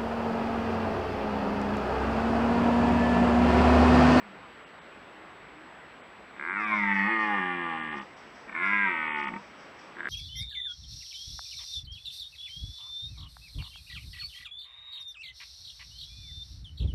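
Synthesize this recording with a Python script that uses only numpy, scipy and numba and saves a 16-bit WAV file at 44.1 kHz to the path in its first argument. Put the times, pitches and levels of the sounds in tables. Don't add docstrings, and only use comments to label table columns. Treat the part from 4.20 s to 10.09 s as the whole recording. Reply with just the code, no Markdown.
import sys
import numpy as np
from scipy import signal
from scipy.fft import rfft, irfft, next_fast_len
from scipy.io import wavfile
from scipy.ndimage import uniform_filter1d, map_coordinates
from numba import njit

SR = 44100
rng = np.random.default_rng(int(sys.argv[2]) if len(sys.argv) > 2 else 0)


def persist_wave(psi):
    counts = np.round(np.clip(psi, -1, 1) * 32767).astype(np.int16)
    wavfile.write(sys.argv[1], SR, np.atleast_2d(counts).T)


def level_to_linear(level):
    exponent = np.asarray(level, float) / 20
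    return 10 ** exponent


N = 259749
T = np.arange(N) / SR

# frequency in Hz, level in dB per Hz.
AIR_SPECTRUM = [(15, -56), (54, -6.5), (97, -11.5), (200, -3.5), (330, -3.5), (700, -3.5), (1300, -3.5),
                (2100, -6.5), (3200, -14.5), (4600, -25), (6300, -36), (7400, -45), (15650, -49),
                (15800, -120)]
# time in seconds, level in dB.
AIR_LEVEL = [(0, -48.6), (1, -49), (2, -49.8), (4, -49.2), (5.89, -48.8)]
# start in seconds, length in seconds, first pitch in Hz, last pitch in Hz, level in dB.
FAR_MOANS = [
    (0, 0.15, 216.4, 182, -63),
    (0.923, 0.2, 310, 331, -66.5),
    (1.296, 0.203, 292.6, 332, -63.5),
]
# centre in seconds, length in seconds, depth in dB.
TREBLE_GAPS = [(.455, .012, 12), (.605, .014, 12), (1.825, .012, 12), (2.31, .014, 20), (2.46, .012, 18),
               (3.617, .012, 12), (3.7, .012, 12), (3.805, .012, 12), (3.955, .01, 9), (4.922, .066, 35),
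               (5.02, .012, 10), (5.063, .012, 16)]

# time in seconds, rise of the resonances (1 = larynx fully sunk).
LARYNX_RISE = [
    [(2.32, 1.69), (2.42, 1.45), (2.55, 1.25), (2.63, 1.14), (2.7, 1.085), (2.95, 1.03), (3.3, .995),
     (3.72, 1.005), (3.84, 1.04)],
    [(4.27, 1.27), (4.37, 1.19), (4.45, 1.135), (4.55, 1.1), (4.63, 1.085), (4.7, 1.05), (4.9, 1),
     (5.1, 1.005), (5.19, 1.04)],
    [(5.7, 3.6)],
]
# end in seconds, scale, power of the rise, highest rise.
LOWER_SCALING = [
    (4.05, 1, 1.06, 1.98),
    (5.45, 1.075, 1.45, 1.3),
    (6, 1, 1, 1.97),
]
# frequency in Hz, width in Hz, level in dB.
CHEST_MODES = [(194.7, 20.6, 6), (348.3, 27, 1.5)]
# frequency in Hz, gain in dB.
CHEST_CUT = [(90, -6), (150, 0.5)]
# start in seconds, lower chest in dB, upper chest in dB.
REGISTERS = [
    (0, -0.5, 4.5),
    (2.449, 5, -3.5),
    (2.881, -2, 2.5),
    (3.2, 2.5, -0.5),
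    (4.049, -3.5, -3),
    (5.061, 0, -10),
    (5.448, -6, 1.5),
]
# frequency in Hz, width in Hz, level in dB.
THROAT_MODES = [(503, 28.4, 2.5), (815.7, 11.4, 11), (1035, 40, -2.5)]
# frequency in Hz, width in Hz, level in dB.
FIRST_MOUTH_MODES = [(1180, 28.5, 1.5), (1442, 8.8, 3.5), (1649, 20, 6.5), (1804, 52.5, 9), (2066, 53, 3.5),
                     (2417, 25, 13.5), (2705, 56, 5.5), (2840, 80, 12.5), (3095, 186, 4), (3230, 53, -44),
                     (4400, 360, -1.5)]
# frequency in Hz, width in Hz, level in dB.
LATER_MOUTH_MODES = [(1239, 12, 6), (1474, 11.8, 7), (1779.7, 52, 3), (2001.3, 180, 0.5), (2229.5, 28, 8),
                     (2520, 45, 13), (2647, 72, -21), (2800, 230, -28), (3350, 240, 6), (3504, 82, 8)]
# frequency in Hz, width in Hz, level in dB.
EDGE_MODES = [(3050, 500, 6)]
# frequency in Hz, width in Hz, level in dB.
LIP_MODES = [(3330, 220, 8), (4330, 200, 15)]
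REGION_BORDERS = [480, 1330, 2640, 3150]
# frequency in Hz, gain in dB.
PATH = [(70, -9), (150, -13.5), (350, -1.5), (600, -10), (900, 6.5), (1500, 8.5), (2200, 9.5), (2700, -9.5),
        (3500, -30), (4500, -43.5), (7000, -74), (9000, -96)]

# time in seconds, peak in dB.
CREAKS = [(2.164, -40), (2.174, -41), (4.276, -41), (4.284, -39), (4.294, -30), (4.316, -39), (4.326, -30),
          (5.102, -40), (5.12, -41), (5.137, -29), (5.162, -31), (5.768, -34), (5.785, -33), (5.794, -31),
          (5.805, -22), (5.817, -37), (5.831, -28), (5.845, -28), (5.855, -20), (5.871, -20), (5.8855, -26)]
# dB above a soft slap, loss in dB per dB of strength, gain in dB when dying.
CREAK_PARTS = [
    (-11, .7, 12),
    (-10, .4, 9),
    (0, 0, 0),
    (-23, .2, 3),
    (-23, .2, 3),
]
# time in seconds, pitch in Hz, effort in dB, mouth opening in dB.
FIRST_PUSH = [(2.182, 61.91, -44.5, 10), (2.24, 78.6, -41.5, 7.5), (2.31, 94.8, -36, 6),
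              (2.4, 105.8, -33, 4), (2.462, 107.6, -35.5, 5), (2.53, 106.9, -29, 1), (2.62, 101.9, -32, 6),
              (2.808, 97.8, -31, 9), (2.864, 103, -30, 2.5)]
# time in seconds, pitch in Hz, effort in dB, mouth opening in dB.
SECOND_PUSH = [(2.9, 113.8, -31, 5.5), (3.1, 104, -31, -2.5), (3.154, 100.4, -30.5, -2.5),
               (3.21, 91.86, -32.5, -0.5), (3.38, 87.53, -37, 1), (3.544, 80.66, -36.5, -5),
               (3.704, 77.22, -42, 4.5), (3.777, 69, -38.5, -3.5), (3.839, 64, -55, -11)]
# time in seconds, pitch in Hz, effort in dB, mouth opening in dB.
SECOND_ROAR = [(4.343, 77.96, -38.5, 7), (4.458, 98.02, -31.5, 6.5), (4.53, 102.8, -30.5, 8),
               (4.63, 100.1, -31, 10), (4.688, 92.06, -31.5, 6), (4.752, 80.86, -35, 5.5),
               (5.005, 72.33, -35.5, 2), (5.056, 68.94, -36.5, 1), (5.097, 63.1, -38, -1)]
# centre in seconds, half length in seconds, added roughness from 0 to 1.
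ROUGH_SPELLS = [
    (2.3, .12, .04),
    (2.72, .11, .22),
    (3.2, .1, .06),
    (3.84, .3, .15),
    (4.36, .14, .11),
    (4.72, .07, .1),
    (5.1, .1, .2),
]
# shut from seconds, fully open at seconds.
EDGE_OPENINGS = [
    (2.0, 2.46),
    (4.05, 4.43),
]

# time in seconds, peak in dB, fading in dB per second.
SCOLD_NOTES = [(2.41, -62, 50.5), (2.566, -63, 82), (2.756, -62.5, 92), (3.01, -61.5, 61), (3.776, -62, 73),
               (3.975, -65.5, 53), (4.166, -65.5, 84.5), (4.458, -62.5, 64), (5.0, -60.5, 83),
               (5.19, -64, 60), (5.4, -64, 73), (5.594, -63, 72)]
# frequency in Hz, width in Hz, level in dB.
BEAK_MODES = [(4780, 550, 7), (5380, 150, 9), (5730, 65, 10), (6350, 99, 0), (6660, 590, -11.5)]


def unit(x):
    return x / np.sqrt(np.mean(x ** 2) + 1e-20)


def along(points, hz):
    f, v = np.transpose(points)
    return np.interp(np.log(hz + 1), np.log(f + 1), v)


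def curves(rows):
    s, *cols = np.transpose(rows)
    return [np.interp(T, s, c) for c in cols]


def wobble(rate):
    return map_coordinates(rng.standard_normal(int(N * rate / SR) + 4), [T * rate])


def coloured(x, points):
    m = 2 * next_fast_len(N // 2 + 4096)
    gain_db = np.maximum(along(points, np.fft.rfftfreq(m, 1 / SR)), -90)
    cepstrum = irfft(np.log(level_to_linear(gain_db)), m)
    cepstrum[1:m // 2] *= 2
    cepstrum[m // 2 + 1:] = 0
    return irfft(rfft(x, m) * np.exp(rfft(cepstrum)), m)[..., :N]


def spikes(seconds, sizes):
    at = np.asarray(seconds)[:, None] * SR
    k = np.floor(at) + np.arange(-7, 9)
    shape = np.sinc(k - at) * np.cos(np.pi * (k - at) / 18) ** 2
    heights = shape * np.asarray(sizes)[:, None]
    return np.bincount(np.clip(k, 0, N - 1).astype(int).ravel(), heights.ravel(), N)


@njit
def ring(x, turn, keep):
    y, state = np.zeros(len(x)), 0j
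    for i in range(len(x)):
        state = state * keep[i] * np.exp(1j * turn[i]) + x[i]
        y[i] = state.imag
    return y


def tract(x, modes, rise):
    damping = np.minimum(1 + (rise / 1.28) ** 8, 19)
    out = np.zeros(N)
    for k, (hz, width, db) in enumerate(modes):
        rung = ring(x, 2 * np.pi * hz * rise / SR, np.exp(-np.pi * width * damping / SR))
        out += (-1) ** k * level_to_linear(db) * width / 50 * rung
    return out


def air():
    z = signal.stft(rng.standard_normal(N + 1024), nperseg=512)[2]
    patches = uniform_filter1d(uniform_filter1d(rng.standard_normal(z.shape), 5, 0), 12, 1)
    noise = signal.istft(z * level_to_linear(1.1 * unit(patches)), nperseg=512)[1][:N]
    level_db = curves(AIR_LEVEL)[0] + 0.058 * wobble(8.7)
    return level_to_linear(level_db) * unit(coloured(noise, AIR_SPECTRUM))


def herd():
    out = np.zeros(N)
    for s, length, hz, end_hz, db in FAR_MOANS:
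        u = np.clip((T - s) / length, 0, 1)
        pitch_hz = (hz + (end_hz - hz) * u) * (1 + 0.0223 * wobble(28.3))
        out += level_to_linear(db + 11.5) * np.sin(np.pi * u) ** 0.4 * np.sin(2 * np.pi * np.cumsum(pitch_hz) / SR)
    return out


def whine():
    tone_hz, flip_hz, first_flip_s = 7797, 59.5, .0070
    sign = np.clip(30 * np.sin(np.pi * flip_hz * (T - first_flip_s)), -1, 1)
    phase = 2 * np.pi * tone_hz * T + .25 * wobble(15)
    return level_to_linear(-71.0 + .6 * wobble(12)) * sign * np.sin(phase) + level_to_linear(-102.5) * np.sin(2 * phase)


def lost_treble(full):
    high_pass = signal.butter(14, 3800, "high", fs=SR, output="sos")
    spare_whine = signal.butter(3, [7550, 8050], "bandstop", fs=SR, output="sos")
    treble = signal.sosfiltfilt(spare_whine, signal.sosfiltfilt(high_pass, full))
    lost_db = sum(db * np.clip((length / 2 - abs(T - s)) / 0.0063 + 1, 0, 1) for s, length, db in TREBLE_GAPS)
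    return treble * (1 - level_to_linear(-lost_db))


def parts(drive, steady_drive):
    high, = curves(sum(LARYNX_RISE, []))
    until, scale, power, top = np.transpose(LOWER_SCALING)
    roar = np.searchsorted(until, T)
    gape = 1.1 * np.maximum(high - 1.45, 0)
    low = np.minimum(scale[roar] * high ** power[roar] + gape, top[roar])
    first, still = roar == 0, np.ones(N)

    since, *register_db = np.transpose(REGISTERS)
    register = np.searchsorted(since, T, 'right') - 1
    deep, light = level_to_linear(uniform_filter1d(np.array(register_db)[:, register], size=900))
    chest = deep * coloured(tract(steady_drive, CHEST_MODES[:1], still), CHEST_CUT)
    chest = chest - light * tract(steady_drive, CHEST_MODES[1:], still)

    upper = tract(drive, THROAT_MODES, low)
    upper = upper - tract(drive * first, FIRST_MOUTH_MODES, high) - tract(drive * ~first, LATER_MOUTH_MODES, high)
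    edge = tract(drive, EDGE_MODES, still)
    strain = (T > 2.78) & (T < 3.08)
    purse = np.minimum(high ** .6, 1.085)
    lips = tract(drive, LIP_MODES[:1], purse) + tract(drive * strain, LIP_MODES[1:], purse)

    hz = np.fft.rfftfreq(N, 1 / SR)
    below = [0, *(1 / (1 + (hz / border) ** 22) for border in REGION_BORDERS), 1]
    sources = (chest, upper, upper, edge, lips)
    return [irfft(rfft(coloured(v, PATH)) * (below[k + 1] - below[k]), N) for k, v in enumerate(sources)]


def creaks():
    soft_db = -36
    s, db = np.transpose(CREAKS)
    dying = (s > 5.0) & (s < 5.4)
    starts = (s * SR).astype(int) - 60
    owner = np.clip(np.searchsorted(starts, np.arange(N)) - 1, 0, None)
    slaps, out = spikes(s, np.ones(len(s))), np.zeros(N)
    for part, (above_db, loss, deep_db) in zip(parts(slaps, slaps), CREAK_PARTS):
        peak_db = db + above_db - loss * (db - soft_db) + deep_db * dying
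        gain = level_to_linear(peak_db) / np.maximum.reduceat(abs(part), starts)
        out = out + part * uniform_filter1d(gain[owner], 60)
    return out


def folds(pitch_hz, rough):
    cycle = np.cumsum(pitch_hz) / SR
    seconds = np.interp(np.arange(1, int(cycle[-1])), cycle, T)
    chance = rng.standard_normal((len(seconds), 2))
    r = np.interp(seconds, T, rough)
    slaps = spikes(seconds + .0007 * r * chance[:, 0], level_to_linear((.7 + 3.5 * r) * chance[:, 1]))
    puffs = unit(rng.standard_normal(N) * (1.9 + np.exp(-3.5 * (cycle % 1))))
    haze = coloured(puffs, [(1800, -30), (2600, -10), (3200, -2), (20000, -2)])
    return unit(slaps) + 1.3 * rough * puffs + haze


def roars():
    pitch_hz, effort_db, open_db = curves(FIRST_PUSH + SECOND_PUSH + SECOND_ROAR)
    pitch_hz = uniform_filter1d(pitch_hz, size=900)
    on = 0
    for begin, end in ((FIRST_PUSH, SECOND_PUSH), (SECOND_ROAR, SECOND_ROAR)):
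        on = on + np.clip(np.minimum(T - begin[0][0], end[-1][0] - T) / 0.0025, 0, 1)
    rasp = .028
    for s, half, more in ROUGH_SPELLS:
        rasp = rasp + more * np.clip(1.3 * (1 - abs(T - s) / half), 0, 1)
    chest, *upper = parts(folds(pitch_hz, rasp), folds(pitch_hz, rasp / 8))

    rise = curves(sum(LARYNX_RISE, []))[0]
    spare_db = effort_db + 31
    chest_db = -38 + 0.45 * spare_db - 15 * (rise - 1)
    shut = sum((T > s) * np.clip((full - T) / 0.08, 0, 1) for s, full in EDGE_OPENINGS)
    top_db = 0.44 * spare_db - 11 * shut
    short = np.clip((rise - 1) / 0.21, 0, 1)
    edge_db = -47 + top_db - 13.5 * short
    lips_db = -55.5 + top_db + 2 * short
    levels_db = (effort_db - open_db / 2, effort_db + open_db / 2, edge_db, lips_db)
    out = level_to_linear(chest_db) * unit(chest)
    for part, db in zip(upper, levels_db):
        power = abs(uniform_filter1d(part ** 2, size=6000))
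        out = out + level_to_linear(db) * part / np.sqrt(power + 1e-9)
    return on * out


def field(x):
    t = np.arange(SR // 2) / SR
    tail = rng.standard_normal(len(t)) * level_to_linear(-60 * t / 0.17) * (t > .008)
    echo = level_to_linear(-14) * tail / np.linalg.norm(tail)
    echo[0], echo[round(.0043 * SR)] = 1, level_to_linear(-12)
    for hz in (1300, 1550, 1800, 2100, 2400):
        pole = np.exp((-np.pi * 500 + 2j * np.pi * hz) / SR)
        poles = [1, -2 * pole.real, abs(pole) ** 2]
        x = signal.lfilter(poles[::-1], poles, x)
    return signal.fftconvolve(x, echo)[110:N + 110]


def bird():
    level = 0
    for s, db, fade in SCOLD_NOTES:
        envelope_db = db - np.maximum(503.5 * (s - T), fade * (T - s))
        catch_db = np.exp(-((T - s - 0.012) / 0.018) ** 2)
        level = level + level_to_linear(envelope_db - catch_db)
    cycle = np.cumsum(450 * (1 + .01 * wobble(60))) / SR
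    seconds = np.interp(np.arange(1, int(cycle[-1])), cycle, T)
    pulses = spikes(seconds, level_to_linear(3 * rng.standard_normal(len(seconds))))
    drive = unit(pulses) + 2.2 * rng.standard_normal(N)
    voice = tract(drive, BEAK_MODES, np.ones(N))
    return level * unit(coloured(voice, [(3600, -61), (4400, -6.0), (6900, -1.5), (7600, -29.5)]))


def scene():
    return (air() + herd() + field(creaks() + roars()) + bird())[None]


def top_cut(x):
    return signal.sosfilt(signal.butter(12, 15720, fs=SR, output="sos"), x)


def record(dry):
    full = dry + whine()
    lost = lost_treble(full)
    closing = np.clip((N / SR - T) / .001 + .5, 0, 1)
    return top_cut(full * closing - lost)


dry = scene()
out = record(dry)
persist_wave(out)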